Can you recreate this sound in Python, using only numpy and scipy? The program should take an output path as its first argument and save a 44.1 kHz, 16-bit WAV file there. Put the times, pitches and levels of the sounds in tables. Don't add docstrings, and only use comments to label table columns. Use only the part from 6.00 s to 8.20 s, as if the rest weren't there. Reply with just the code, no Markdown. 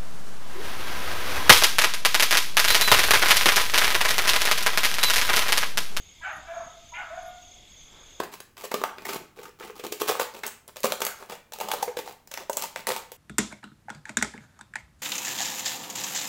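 import sys
import numpy as np
from scipy import signal
from scipy.fft import rfft, irfft, next_fast_len
from scipy.io import wavfile
from scipy.ndimage import uniform_filter1d, map_coordinates

SR = 44100
rng = np.random.default_rng(int(sys.argv[2]) if len(sys.argv) > 2 else 0)


def wrap_up_sound(samples):
    columns = np.atleast_2d(samples).T
    tamed = np.clip(columns, -1, 1)
    steps = np.round(tamed * 32767).astype(np.int16)
    wavfile.write(sys.argv[1], SR, steps)


def to_linear_factor(level_db):
    exponent = np.asarray(level_db, float) / 20
    return 10 ** exponent


N = 97020
T = np.arange(N) / SR

# time in seconds, pitch in Hz, level in dB,
# roughness from 0 to 1, strength of the odd multiples of the pitch from 0 (an octave up) to 1.
BARKS = [
    [(.206, 322, -70, 0.1, 1), (.22, 326.6, -46.5, 0, 1), (.236, 330.4, -36.5, 0.37, 1),
     (.248, 376.7, -38.5, 0.2, 0), (.272, 377.5, -39, 0.37, 0.54), (.285, 417.4, -38, 0.45, .25),
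     (.305, 393.8, -41, 0.6, 1), (.315, 314.4, -37.5, 0.48, 0.9), (.39, 303, -63, .8, 0)],
    [(.919, 342, -50, .05, 1), (.934, 322, -49, 0.05, 1), (.942, 339, -40, 0.15, 0.9),
     (.962, 350, -36, 0.35, 0.7), (.978, 363, -37, 0.3, .3), (1, 364, -41, 0.35, 0.3),
     (1.014, 385, -41, 0.4, .3), (1.03, 325, -39, 0.3, 0.3), (1.045, 320, -52, .6, .3),
     (1.09, 300, -75, 0.7, 0.14)],
]
# time in seconds, pitch in Hz, level in dB, roughness from 0 to 1.
FAR_BARKS = [
    [(.466, 328, -58, 0.1), (.476, 330, -45, 0.09), (.53, 339.3, -49, 0.5), (.585, 335.4, -46, 0.5),
     (.615, 668, -42, 0.1), (.645, 655, -50, 0.15), (.665, 655, -43, 0.1), (.69, 648, -62, 0.1)],
    [(1.07, 368.3, -68, 0.41), (1.1, 373.3, -49, 0.4), (1.17, 354, -48, 0.5), (1.21, 618, -52, .12),
     (1.3, 604, -60, 0.3), (1.36, 600, -72, 0.3)],
]
# time in seconds, pitch in Hz, level in dB.
BAYS = [
    [(.462, 672, -63), (.484, 672, -45), (.522, 673, -34), (.534, 676, -44), (.556, 664, -43),
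     (.572, 673, -31), (.6, 676, -44), (.626, 672, -37), (.642, 672, -50), (.664, 674, -54),
     (.678, 682, -47), (.695, 680, -62)],
    [(1.1, 630, -50), (1.114, 632, -41), (1.142, 700, -38), (1.155, 716, -45), (1.185, 727, -40),
     (1.23, 726, -41), (1.252, 727, -49), (1.264, 727, -39), (1.304, 726, -43), (1.322, 727, -54),
     (1.336, 727, -48), (1.39, 720, -55), (1.42, 718, -66), (1.46, 717, -60), (1.51, 724, -69),
     (1.69, 720, -70)],
    [(1.13, 652, -48), (1.155, 660, -48), (1.178, 671, -37), (1.2, 672, -44), (1.225, 668, -50),
     (1.27, 665, -47), (1.36, 660, -60)],
    [(.73, 690, -66), (.748, 692, -50), (.77, 690, -64), (.805, 690, -54), (.824, 688, -66),
     (.84, 687, -56), (.866, 686, -68), (.885, 685, -59), (.94, 682, -64)],
    [(.8, 632, -72), (.83, 628, -66), (.87, 622, -63), (.89, 620, -72)],
    [(.525, 700, -56), (.542, 706, -41), (.56, 708, -52), (.59, 712, -42), (.61, 705, -44), (.65, 700, -52),
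     (.67, 700, -62)],
    [(.255, 800, -56), (.28, 838, -45), (.31, 835, -50), (.33, 830, -60)],
    [(.968, 815, -56), (.98, 832, -44), (1.015, 836, -44), (1.03, 830, -60)],
]
BAY_OVERTONES = [
    [0, -26],
    [0, -11, -24, -36],
    [0, -28],
    [0, -22],
    [-9, 0],
    [0, -22],
    [0, -6],
    [0, -14],
]
# frequency in Hz, level in dB.
THROAT = [(310, -64), (520, -17), (583, -5.5), (725, -6.5), (1080, -6.5), (1460, 2.5), (1910, -5),
          (2710, -7), (4200, -26.5), (5460, -52), (9240, -120)]
# frequency in Hz, level in dB.
FAR_THROAT = [(550, 1.5), (950, 2), (1360, 6.5), (1700, 8), (1980, -6), (2300, 2.5), (4200, -29)]
# frequency in Hz, level in dB.
CLOSED_MOUTH = [(600, -5), (980, 9), (1250, 0), (2000, -45), (5000, -88)]
# frequency in Hz, level in dB.
HALF_OPEN_MOUTHS = [
    [(600, -25), (980, -11), (1300, -12), (1640, -1.5), (2300, -14), (3100, -24), (5000, -65)],
    [(600, -30), (980, -20), (1400, -8), (1700, -7), (2250, 1), (3100, -12), (5000, -65)],
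]
# time it opens in seconds, time it stands wide in seconds.
MOUTH_TIMES = [(.216, .238), (.937, .98)]
# frequency in Hz, time to die by 60 dB in seconds.
WOODS = [(500, 0.79), (1500, 0.49), (4000, 0.33)]
# start in seconds, length in seconds, level in dB.
NEAR_CHIRPS = [(-.01, 0.15, -54.5), (.27, 0.17, -59), (.54, 0.21, -54), (.885, 0.11, -55),
               (1.15, 0.14, -57), (1.415, 0.2, -56), (1.695, 0.22, -56.5), (1.995, 0.26, -58.5)]
# start in seconds, length in seconds, level in dB.
LOW_CHIRPS = [(.26, 0.14, -64), (.58, 0.14, -63), (.85, 0.17, -63), (1.18, .12, -65), (1.47, .13, -60),
              (1.77, 0.13, -57.5), (2.06, 0.2, -62)]
# pitch in Hz, strokes a second, share sounding, level in dB, first stroke in seconds.
TRILLS = [
    (3674, 54, 0.78, -65, .01),
    (2146, 100, 0.8, -69.5, 0.011),
    (7110, 53, 1, -70, 0.013),
]
# pitch in Hz, strokes a second, share sounding, level in dB, first stroke in seconds.
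TICKS = [
    (7670, 7.15, .2, -80, 0),
    (7420, 7.15, .2, -81, .09),
]
# time in seconds, level in dB.
NEAREST_TRILL = [(0, -66), (.8, -66), (1.3, -64), (1.6, -60.5), (2.2, -60)]
# frequency in Hz, level in dB.
CHORUS = [(1800, -23), (2100, -8.5), (2900, -9), (3500, -3), (4000, -14), (5000, -11.5), (5700, -18),
          (6500, -2.5),
          (7200, -11.5), (8100, -24), (9000, -26.5)]
# frequency in Hz, level in dB.
FAR_RASP = [(10500, -40), (12300, 0)]
# time in seconds, level in dB, pitch in Hz.
BUMPS = [
    (.385, -56, 150),
    (.665, -57, 135),
    (.48, -66, 340),
    (1.23, -65, 310),
    (2.11, -62, 275),
]
# time in seconds, level in dB, half length in seconds.
KATYDID_RASPS = [
    (.33, -67, .008),
    (.368, -65, .02),
    (1.235, -67, .01),
    (1.28, -64.5, .024),
    (.05, -76, .06),
]
# frequency in Hz, level in dB.
KATYDID_COLOUR = [(6000, -71.5), (9500, -12), (10500, 0), (12500, -1), (14000, -13), (15200, -27)]
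# frequency in Hz, level in dB.
LEAVES = [(200, -7.5), (400, -5), (1500, -6), (2500, -21), (5000, -90)]
# frequency in Hz, level in dB.
AIR = [(20, 1.5), (64, -1.5), (125, -9.5), (420, -17.5), (1900, -23.5), (3000, -64)]
# frequency in Hz, level in dB.
HISS = [(1500, -11.5), (3000, 10), (15300, -17.5)]


def bark(rows, throat, half_open=None, mouth_times=(0, 0)):
    (pitch, level_db, rough, *odd), sounding = controls(rows)
    rough = np.clip(rough, 0, .98)
    turn = 2 * np.pi * np.cumsum(pitch * (1 + .04 * rough * wobble(250))) / SR
    odd_share = np.clip(odd[0], 0, 1) if odd else 1
    pulses = 0
    for k in range(1, 14):
        blunting = .35 * k * k
        pulses = pulses + np.cos(k * turn + blunting) * (odd_share if k % 2 else 1)
    pulses = unit(pulses)
    breath = 2.4 * unit(rng.standard_normal(N) * (1 + np.cos(turn)))
    scatter = to_linear_factor(4 * rough * wobble(200))
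    source = np.sqrt(1 - rough) * pulses * scatter + np.sqrt(rough) * breath
    source = source * to_linear_factor(level_db) * sounding

    def through(x, mouth):
        return filtered(x, lambda hz: to_linear_factor(along(mouth, hz)) / (1 + (560 / (hz + 1)) ** 12))

    if odd:
        opened, wide = [np.clip((T - s) / 0.0034 + .5, 0, 1) for s in mouth_times]
        voice = through(source * (1 - opened), CLOSED_MOUTH)
        voice = voice + through(source * (opened - wide), half_open) + through(source * wide, throat)
    else:
        voice = through(source * 0.694, throat)
    shut = np.clip((T - rows[0][0] - 0.089) / 0.099 + .5, 0, 1)
    muffled = filtered(voice * shut, lambda hz: 1 / (1 + (hz / 2100) ** 4))
    voice = voice * (1 - shut) + muffled
    return woods(voice / np.std(through(pulses, throat)), level_db=1, linger=1)


def bay(rows, overtones):
    (pitch, level_db), sounding = controls(rows)
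    turn = 2 * np.pi * np.cumsum(pitch * (1 + .008 * wobble(59.62))) / SR
    tone = 0
    for k, db in enumerate(overtones):
        flutter_db = 2.8 * wobble(39.1) * (k > 0)
        tone = tone + to_linear_factor(db + flutter_db) * np.sin((k + 1) * turn)
    howl = np.sqrt(2) * tone * to_linear_factor(level_db + 1.3 * wobble(69.4)) * sounding
    return woods(howl, level_db=-12, linger=1.3)


def woods(x, level_db, linger):
    hz, t, z = signal.stft(rng.standard_normal(SR), SR, nperseg=256)
    dying = to_linear_factor(-60 * t / linger / along(WOODS, hz)[:, None])
    build_up = 1 - np.exp(-t / 0.0022)
    tail = signal.istft(z * dying * build_up, SR, nperseg=256)[1]
    return x + to_linear_factor(level_db) * signal.fftconvolve(x, tail / np.linalg.norm(tail))[:N]


def insects():
    near = chirps(NEAR_CHIRPS, 6595, 33) + chirps(LOW_CHIRPS, 6230, 32.5)
    steady = sum(to_linear_factor(db) * wing(hz, rate, share, s, blur_hz=58.3) for hz, rate, share, db, s in TRILLS)
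    nearest_db = np.interp(T, *np.transpose(NEAREST_TRILL)) + 0.5 * wobble(7.5)
    nearest = to_linear_factor(nearest_db) * wing(3365, 44.2, share=.42, start=-.001, blur_hz=25)
    ticks = 0
    for hz, rate, share, db, s in TICKS:
        ticks = ticks + to_linear_factor(db + 3.5 * wobble(4.5)) * wing(hz, rate, share, s, blur_hz=30)
    chorus = to_linear_factor(-56.5) * noise(CHORUS, patchy_db=1.5)
    rasp = to_linear_factor(-76) * from_on(1.99) * noise(FAR_RASP, patchy_db=2)
    return near + steady + nearest + ticks + chorus + rasp


def chirps(rows, hz, rate):
    out = np.zeros(N)
    for start, length, db in rows:
        u = (T - start) / length
        fade_db = -6 * np.clip(u, 0, 1) ** 3
        edges = np.clip(np.minimum(u, 1 - u) * 30, 0, 1)
        out += to_linear_factor(db + fade_db) * edges * wing(hz, rate, 0.88, start, blur_hz=30)
    return out


def wing(hz, rate, share, start, blur_hz):
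    cycle = np.clip(((T - start) * rate) % 1 / np.clip(share, .05, 1), 0, 1)
    pitch = hz * (1 - .008 * (cycle - .5)) + blur_hz * wobble(150)
    stroke = np.sin(np.pi * cycle) ** 0.6 * to_linear_factor(1.3 * wobble(rate))
    return unit(stroke * np.sin(2 * np.pi * np.cumsum(pitch) / SR))


def bumps_and_rasps():
    bumps, rasps = np.zeros(N), np.zeros(N)
    for s, db, hz in BUMPS:
        turn = 2 * np.pi * hz * (T - s)
        thump = np.sin(turn)
        if hz < 250:
            thump = thump + 0.89 * np.sin(1.44 * turn) + 0.86 * np.sin(1.97 * turn)
        bumps += to_linear_factor(db) * np.exp(-((T - s) / .017) ** 2) * thump
    for s, db, half in KATYDID_RASPS:
        rasps += to_linear_factor(db) * np.exp(-((T - s) / half) ** 2)
    return bumps + noise(KATYDID_COLOUR, patchy_db=6) * rasps


def leaves():
    return to_linear_factor(-64 + 4.1 * wobble(7.13)) * from_on(1.75) * noise(LEAVES, patchy_db=-1.5)


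def air():
    return to_linear_factor(-56.5) * noise(AIR, patchy_db=1.82) + to_linear_factor(-66.5) * noise(HISS, patchy_db=4.5)


def noise(spectrum, patchy_db):
    z = signal.stft(rng.standard_normal(N), nperseg=512)[2]
    patches = uniform_filter1d(rng.standard_normal(z.shape), 6, 0)
    patches = unit(uniform_filter1d(patches, 10, 1))
    x = signal.istft(z * to_linear_factor(patchy_db * patches), nperseg=512)[1][:N]
    return unit(filtered(x, lambda hz: to_linear_factor(along(spectrum, hz))))


def controls(rows):
    s, *columns = np.transpose(rows)
    gate = np.clip(np.minimum(T - s[0], s[-1] - T) / 0.007, 0, 1)
    return [np.interp(T, s, c) for c in columns], gate


def from_on(start):
    return np.clip((T - start) / 0.13, 0, 1)


def wobble(rate):
    return map_coordinates(rng.standard_normal(int(N * rate / SR) + 4), [T * rate])


def filtered(x, response):
    m = next_fast_len(N + SR // 2)
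    return irfft(rfft(x, m) * response(np.fft.rfftfreq(m, 1 / SR)), m)[:N]


def along(points, hz):
    f, v = np.transpose(points)
    return np.interp(np.log(hz + 1), np.log(f + 1), v)


def unit(x):
    return x / np.sqrt(np.mean(x ** 2) + 1e-20)


def scene():
    dogs = sum(bark(rows, THROAT, mouth, times) for rows, mouth, times in zip(BARKS, HALF_OPEN_MOUTHS, MOUTH_TIMES))
    dogs = dogs + sum(bark(rows, FAR_THROAT) for rows in FAR_BARKS)
    dogs = dogs + sum(bay(rows, overtones) for rows, overtones in zip(BAYS, BAY_OVERTONES))
    return (dogs + insects() + bumps_and_rasps() + leaves() + air())[None]


def band_limit(x):
    return signal.sosfilt(signal.butter(12, 15790, fs=SR, output="sos"), x)


def record(dry):
    mix = filtered(dry[0], lambda hz: hz < 15330)[None]
    return band_limit(mix)


dry = scene()
out = record(dry)
wrap_up_sound(out)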